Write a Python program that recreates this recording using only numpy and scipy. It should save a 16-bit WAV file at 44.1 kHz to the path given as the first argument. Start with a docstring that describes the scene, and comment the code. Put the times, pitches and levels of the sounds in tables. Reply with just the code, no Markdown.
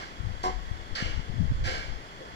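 """Bare brick room heard from a yard: a hollow panel is knocked and chatters, boots scuff grit and thud.
Knocks and thuds are decaying modes, scuffs are clicks through sole resonances, ticks are noise bursts.
Random taps smear each sound in the room. Low noise and pressure swings buffet two microphone ports,
mostly the left, over a distant outdoor hiss of tilted noise."""
import sys
import numpy as np
from scipy import signal
from scipy.fft import rfft, irfft
from scipy.io import wavfile
from scipy.ndimage import uniform_filter1d

SR = 44100
rng = np.random.default_rng(int(sys.argv[2]) if len(sys.argv) > 2 else 0)


def transcribe(u):
    """Save the signal u as a 16-bit wav file named by the first command-line argument.

    u: samples, shape (n,) or (channels, n), limited to [-1, 1]; the rate is SR.
    q: integer samples, one column per channel.
    """
    v = np.clip(np.atleast_2d(u).T, -1, 1)
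    q = np.round(v * 32767).astype(np.int16)
    wavfile.write(sys.argv[1], SR, q)


def ratio(d):
    """dB to gain"""
    e = np.asarray(d, float) / 20
    return 10 ** e


N = 103635
LEAD_SAMPLES = 4410  # run before the start, then cut

# Strikes on the hollow panel: (time [s], level [dB])
KNOCKS = [(-.075, -44.5), (0.4375, -37.5)]
# Panel modes: (frequency [Hz], level [dB], t60 [s])
PANEL_MODES = [(378, -4, .035), (440, -5, .03), (500, -7, .03), (648, -6, .04), (742, 0, .06),
               (918, -5, .04), (992, 2, .055), (1103, -1, .055), (1380, -6, .015), (1520, -7, .03),
               (1590, -10, .03), (2115, -5, .03)]
BOUNCES, BOUNCE_SPACING_S, BOUNCE_STEP_DB = 7, .01087, -.9
BOUNCE_JITTER_S, BOUNCE_SPREAD_DB = .0002, 1.5
PANEL_NEAR_DB = 7  # panel stands in the doorway: extra direct sound

# Gritty boot scrapes: (time [s], rise [s], sag [dB/s], level [dB], lift of fourth sole resonance [dB])
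SCUFFS = [(-.06, 0.004, -98, -36, -1), (.953, 0.004, -56, -32.5, 8.5), (1.638, 0.025, -45.5, -31, 1.5)]
# Grit colour: (frequency [Hz], gain [dB])
GRIT_COLOUR = [(200, -9.5), (700, 0.5), (1100, -13.5), (1600, -6.5), (2600, -4), (4500, -1), (7000, 0.5),
               (10000, -2.5), (15000, -5.5)]
# Resonances of the rubbing sole: (frequency [Hz], width [Hz], gain [dB])
SOLE_RESONANCES = [(1596, 310, 10), (2142, 29, 11.5), (2298, 116, 11), (2835, 480, 3), (4400, 1500, 1)]
GRIT_PER_S, GRIT_SPREAD_DB = 2000, 2.5
SET_DOWN_SHARE = 0.64  # of full force at first touch
SLIDE_S, RELEASE_S = 0.11, 0.21

# Dull footfalls: (time [s], level [dB])
THUDS = [(1.0, -46), (1.06, -40.5), (1.676, -39.5), (1.705, -41.5), (2.205, -41)]
# Board modes under the footfalls: (frequency [Hz], level [dB], t60 [s])
BOARD_MODES = [(320, -1, .08), (470, 1, .04), (515, 5, .06), (590, 1, .05)]
THUD_SOFT_S = .005

# Rattle of hard edges: (time [s], level [dB], centre [Hz], width per filter pass [Hz], 1/e decay [s])
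TICKS = [(-.004, -46.5, 1150, 1620, 0.017), (.432, -30.5, 6300, 10500, 0.034),
         (0.9514, -27.5, 4450, 1630, 0.015), (0.953, -37, 7400, 9050, 0.016),
         (0.955, -38.5, 1740, 784, 0.038)]

# Room decay: (frequency [Hz], t60 [s])
ROOM_T60 = [(500, 0.35), (2000, 0.31), (5000, 0.32), (10000, 0.13)]
DIRECT_DB = 0.5
SAME_ROOM = 0.34  # power share of the tail common to both ports

# Single pressure buffets, left port: (time [s], peak [dB], frequency [Hz], length [cycles])
BUFFETS = [(0.206, -19.5, 59.5, 0.55), (0.271, -17, 89, 0.68), (0.579, -24.5, 43.5, 3.1),
           (0.716, -17.5, 69.4, 0.47), (1.026, -15, 139, 0.68), (1.147, -26, 59, 1.7),
           (1.299, -20, 122, 0.99), (1.373, -31, 70, 0.7), (1.396, -18, 88.5, 2.2),
           (1.409, -13.5, 165, 1.65), (1.421, -11.5, 132, 2.3), (1.445, -12.5, 84.5, 1.12),
           (1.503, -16, 56, 1.16), (1.628, -15, 62, 0.48), (1.898, -24, 71, 0.9)]
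# Wind strength at each port: (time [s], level [dB])
LEFT_WIND = [(0, -58), (.17, -44), (.21, -27.5), (.32, -27), (.39, -43.5), (.46, -34), (.58, -34.5),
             (.68, -36.5), (.8, -33.5), (.93, -33), (.99, -45), (1.05, -29), (1.2, -27), (1.26, -42),
             (1.34, -27), (1.42, -21.5), (1.52, -32.5), (1.62, -29), (1.72, -35), (1.93, -30.5),
             (2.03, -52), (2.35, -47)]
RIGHT_WIND = [(0, -49.5), (.15, -53), (.6, -54), (.72, -43.5), (.82, -55), (1.12, -49), (1.25, -52),
              (1.45, -56), (1.51, -26), (1.58, -29.5), (1.67, -26.5), (1.74, -40), (1.83, -60), (2.35, -56)]
# Wind spectrum when calm, and in strong gusts: (frequency [Hz], gain [dB])
CALM_SPECTRUM = [(30, 1.5), (60, 2), (100, -7.5), (160, -18), (250, -30), (400, -31.5), (800, -99)]
STRONG_SPECTRUM = [(30, -3.5), (120, 1), (300, -20.5), (800, -90)]
CALM_DB, STRONG_DB = -28, -26  # strengths between which the spectra blend
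LUMP_DB, LUMP_S = 2, 0.021

# Tilt of the hiss by distant low town noise: (frequency [Hz], gain [dB])
MURMUR = [(200, 5), (600, 2), (7000, 1), (11000, -1)]
# Left-right likeness of the hiss: (frequency [Hz], likeness [0..1])
SAME_AIR = [(100, 0.91), (1000, 0.9), (4000, 0.21), (12000, 0.04)]
AIR_DB, AIR_PATCH_DB = -42, .7  # before port colour
THIN_HZ, THIN_WIDTH_HZ, THIN_DB = 3360, 68, 7.5  # thin steady hiss band, left port

# Colour of each microphone port: (frequency [Hz], gain [dB])
LEFT_PORT = [(100, 9), (500, 3), (1100, 5.5), (1600, -2.5), (2500, -5.5), (3100, -0.5), (3800, -7),
             (5000, -7), (6500, -13), (9000, -22.5), (11000, -32.5), (15000, -29.5)]
RIGHT_PORT = [(100, -1.5), (500, 3), (2000, 6), (2600, -4), (3300, -3.5), (3750, -13), (4500, -4),
              (6500, -15.5), (7000, -8.5), (8000, -24), (9000, -27), (10000, -18), (12000, -26),
              (14500, -27)]
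RIGHT_LATE_SAMPLES = 22


def evened(x):
    """Scales to rms 1."""
    return x / np.sqrt(np.mean(x ** 2) + 1e-20)


def read(points, hz):
    """Reads a table on a log-frequency axis."""
    f, value = np.transpose(points)
    return np.interp(np.log(hz + 1), np.log(f + 1), value)


def colour(x, points):
    """Minimum-phase filter from a dB table."""
    hz = abs(np.fft.fftfreq(4096, 1 / SR))
    log_gain = np.log(ratio(read(points, hz)))
    spectrum = np.exp(np.conj(signal.hilbert(log_gain)))
    taps = np.fft.ifft(spectrum).real[:2048]
    return signal.oaconvolve(x, taps)[:len(x)]


def resonate(x, hz, width_hz):
    """Single band-pass resonance, unity gain at its centre."""
    return signal.lfilter(*signal.iirpeak(hz, hz / width_hz, SR), x)


def add(mix, time_s, sound):
    """Mixes a sound in at its time."""
    part = mix[LEAD_SAMPLES + round(time_s * SR):][:len(sound)]
    part += sound[:len(part)]


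def ring(modes, strengths):
    """Sum of exponentially decaying sines, each mode scaled by its strength."""
    t = np.arange(SR // 3) / SR
    return sum(strength * ratio(db - 60 * t / t60) * np.sin(2 * np.pi * hz * t)
               for strength, (hz, db, t60) in zip(strengths, modes))


def blows(times_s, levels_db, modes, soft_s):
    """Each blow excites the modes a little differently; soft contact rounds the onset."""
    out = np.zeros(N + LEAD_SAMPLES)
    t = np.arange(SR // 3) / SR
    onset = 1 - np.exp(-t / soft_s)
    strengths = ratio(2.0 * rng.standard_normal((len(times_s), len(modes))))
    for time_s, db, strength in zip(times_s, levels_db, strengths):
        add(out, time_s, ratio(db) * ring(modes, strength) * onset)
    return out


def panel():
    """Each knock is a quick, slightly uneven run of bounces that tend to weaken."""
    bounce = np.arange(BOUNCES)[:, None]
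    late, loud = rng.standard_normal((len(KNOCKS), BOUNCES, 2)).T
    time_s, db = np.transpose(KNOCKS)
    spacing_s = BOUNCE_SPACING_S + BOUNCE_JITTER_S * late / np.sqrt(bounce + 1)
    times_s = time_s + bounce * spacing_s
    levels_db = db + bounce * BOUNCE_STEP_DB + BOUNCE_SPREAD_DB * loud
    return blows(times_s.T.ravel(), levels_db.T.ravel(), PANEL_MODES, soft_s=0.0015)


def scuffs():
    """Dense grit clicks under a sliding sole excite the sole's resonances."""
    out = np.zeros(N + LEAD_SAMPLES)
    t = np.arange(SR // 2) / SR
    for time_s, rise_s, sag_db_per_s, db, lift_db in SCUFFS:
        hit, size, sign = rng.random((len(t), 3)).T
        clicks = hit < GRIT_PER_S / SR
        grit = clicks * ratio(-GRIT_SPREAD_DB * np.log(size + 0.02)) * np.sign(sign - .5)
        rung = grit.copy()
        for i, (hz, width_hz, gain_db) in enumerate(SOLE_RESONANCES):
            rung += ratio(gain_db + lift_db * (i == 3)) * resonate(grit, hz, width_hz)
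        rung = colour(rung, GRIT_COLOUR)
        force = np.minimum(SET_DOWN_SHARE + (1 - SET_DOWN_SHARE) * t / rise_s, 1)
        release = np.exp(-np.maximum(t - SLIDE_S, 0) / RELEASE_S)
        stroke = force * ratio(sag_db_per_s * t) * release
        add(out, time_s, ratio(db) * stroke * evened(rung))
    return out


def thuds():
    """Soft-edged footfalls ring the board modes."""
    return blows(*np.transpose(THUDS), BOARD_MODES, THUD_SOFT_S)


def ticks():
    """Hard edges meet: short noise bursts, band-passed twice, decaying exponentially."""
    out = np.zeros(N + LEAD_SAMPLES)
    t = np.arange(SR // 5) / SR
    for time_s, db, hz, width_hz, decay_s in TICKS:
        burst = rng.standard_normal(len(t))
        for _ in range(2):
            burst = resonate(burst, hz, width_hz)
        add(out, time_s, ratio(db) * evened(burst) * np.exp(-t / decay_s))
    return out


def room(x):
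    """Direct sound plus sparse random taps that die by band, partly shared by both ports."""
    taps = np.zeros((3, SR))
    at = np.arange(120, SR - 20, 20)
    at = at + rng.integers(0, 20, (3, len(at)))
    np.put_along_axis(taps, at, rng.choice([-1., 1.], at.shape), 1)
    hz, t, z = signal.stft(taps, SR, nperseg=256)
    decay = ratio(-60 * t / read(ROOM_T60, hz)[:, None])
    tail = signal.istft(z * decay, SR, nperseg=256)[1]
    tail = np.sqrt(SAME_ROOM) * tail[0] + np.sqrt(1 - SAME_ROOM) * tail[1:]
    tail = tail / np.linalg.norm(tail[0])
    wet = signal.fftconvolve(x[None], tail, axes=1)[:, :len(x)]
    return wet + ratio(DIRECT_DB) * x


def buffets():
    """Single eddies strike the port: short pressure swings, cosines under a sech envelope."""
    t = np.arange(N) / SR
    out = np.zeros(N)
    for time_s, db, hz, cycles in BUFFETS:
        swing = np.cos(2 * np.pi * hz * (t - time_s))
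        spread = np.clip((t - time_s) * hz / cycles * 3.47, -50, 50)
        out += ratio(db) * swing / np.cosh(spread)
    return out


def wind(strength):
    """Lumpy low turbulence at one port; its spectrum shifts as it strengthens."""
    level_db = np.interp(np.arange(N) / SR, *np.transpose(strength))
    raw, lumps = rng.standard_normal((N, 2)).T
    hz = np.fft.rfftfreq(N, 1 / SR)
    calm, strong = (evened(irfft(rfft(raw) * ratio(read(spectrum, hz)), N))
                    for spectrum in (CALM_SPECTRUM, STRONG_SPECTRUM))
    share = np.clip((level_db - CALM_DB) / (STRONG_DB - CALM_DB), 0, 1)
    width = int(LUMP_S * SR)
    lumps = uniform_filter1d(uniform_filter1d(lumps, width), width)
    lumps = ratio(LUMP_DB * evened(lumps))
    return ratio(level_db) * evened(lumps) * ((1 - share) * calm + share * strong)


def air():
    """Distant outdoor hiss: tilted noise, partly alike at both ports, with faint drifting patches."""
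    frames = (N + LEAD_SAMPLES) // 256 + 5
    hz = np.fft.rfftfreq(1024, 1 / SR)
    a, b, c, d, patches = rng.standard_normal((frames, 513, 5)).T
    for axis in (0, 1):  # frequency, time
        patches = uniform_filter1d(patches, size=12, axis=axis)
    patches = evened(patches)
    same = read(SAME_AIR, hz)[:, None]
    left = a + 1j * b
    right = same * left + np.sqrt(1 - same ** 2) * (c + 1j * d)
    z = np.array([left, right]) * ratio(read(MURMUR, hz)[:, None] + AIR_PATCH_DB * patches)
    hiss = signal.istft(z, nperseg=1024, noverlap=768)[1][:, :N + LEAD_SAMPLES]
    hiss = ratio(AIR_DB) * evened(hiss)
    hiss[0] += ratio(THIN_DB) * resonate(hiss[0], THIN_HZ, THIN_WIDTH_HZ)
    return hiss


def scene():
    """Room sounds and hiss reach the right port a little late; wind acts on each port alone."""
    knocks = panel()
    inside = knocks + thuds() + scuffs() + ticks()
    left, right = room(inside) + ratio(PANEL_NEAR_DB) * knocks + air()
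    left = colour(left, LEFT_PORT)[LEAD_SAMPLES:]
    right = colour(right, RIGHT_PORT)[LEAD_SAMPLES - RIGHT_LATE_SAMPLES:-RIGHT_LATE_SAMPLES]
    return np.array([left + wind(LEFT_WIND) + buffets(), right + wind(RIGHT_WIND)])


def roll_off(x):
    """The treble ends steeply here."""
    return signal.sosfilt(signal.butter(12, 15610, fs=SR, output="sos"), x)


def record(dry):
    """Delivers the finished two-port mix."""
    return roll_off(dry)


dry = scene()
out = record(dry)
transcribe(out)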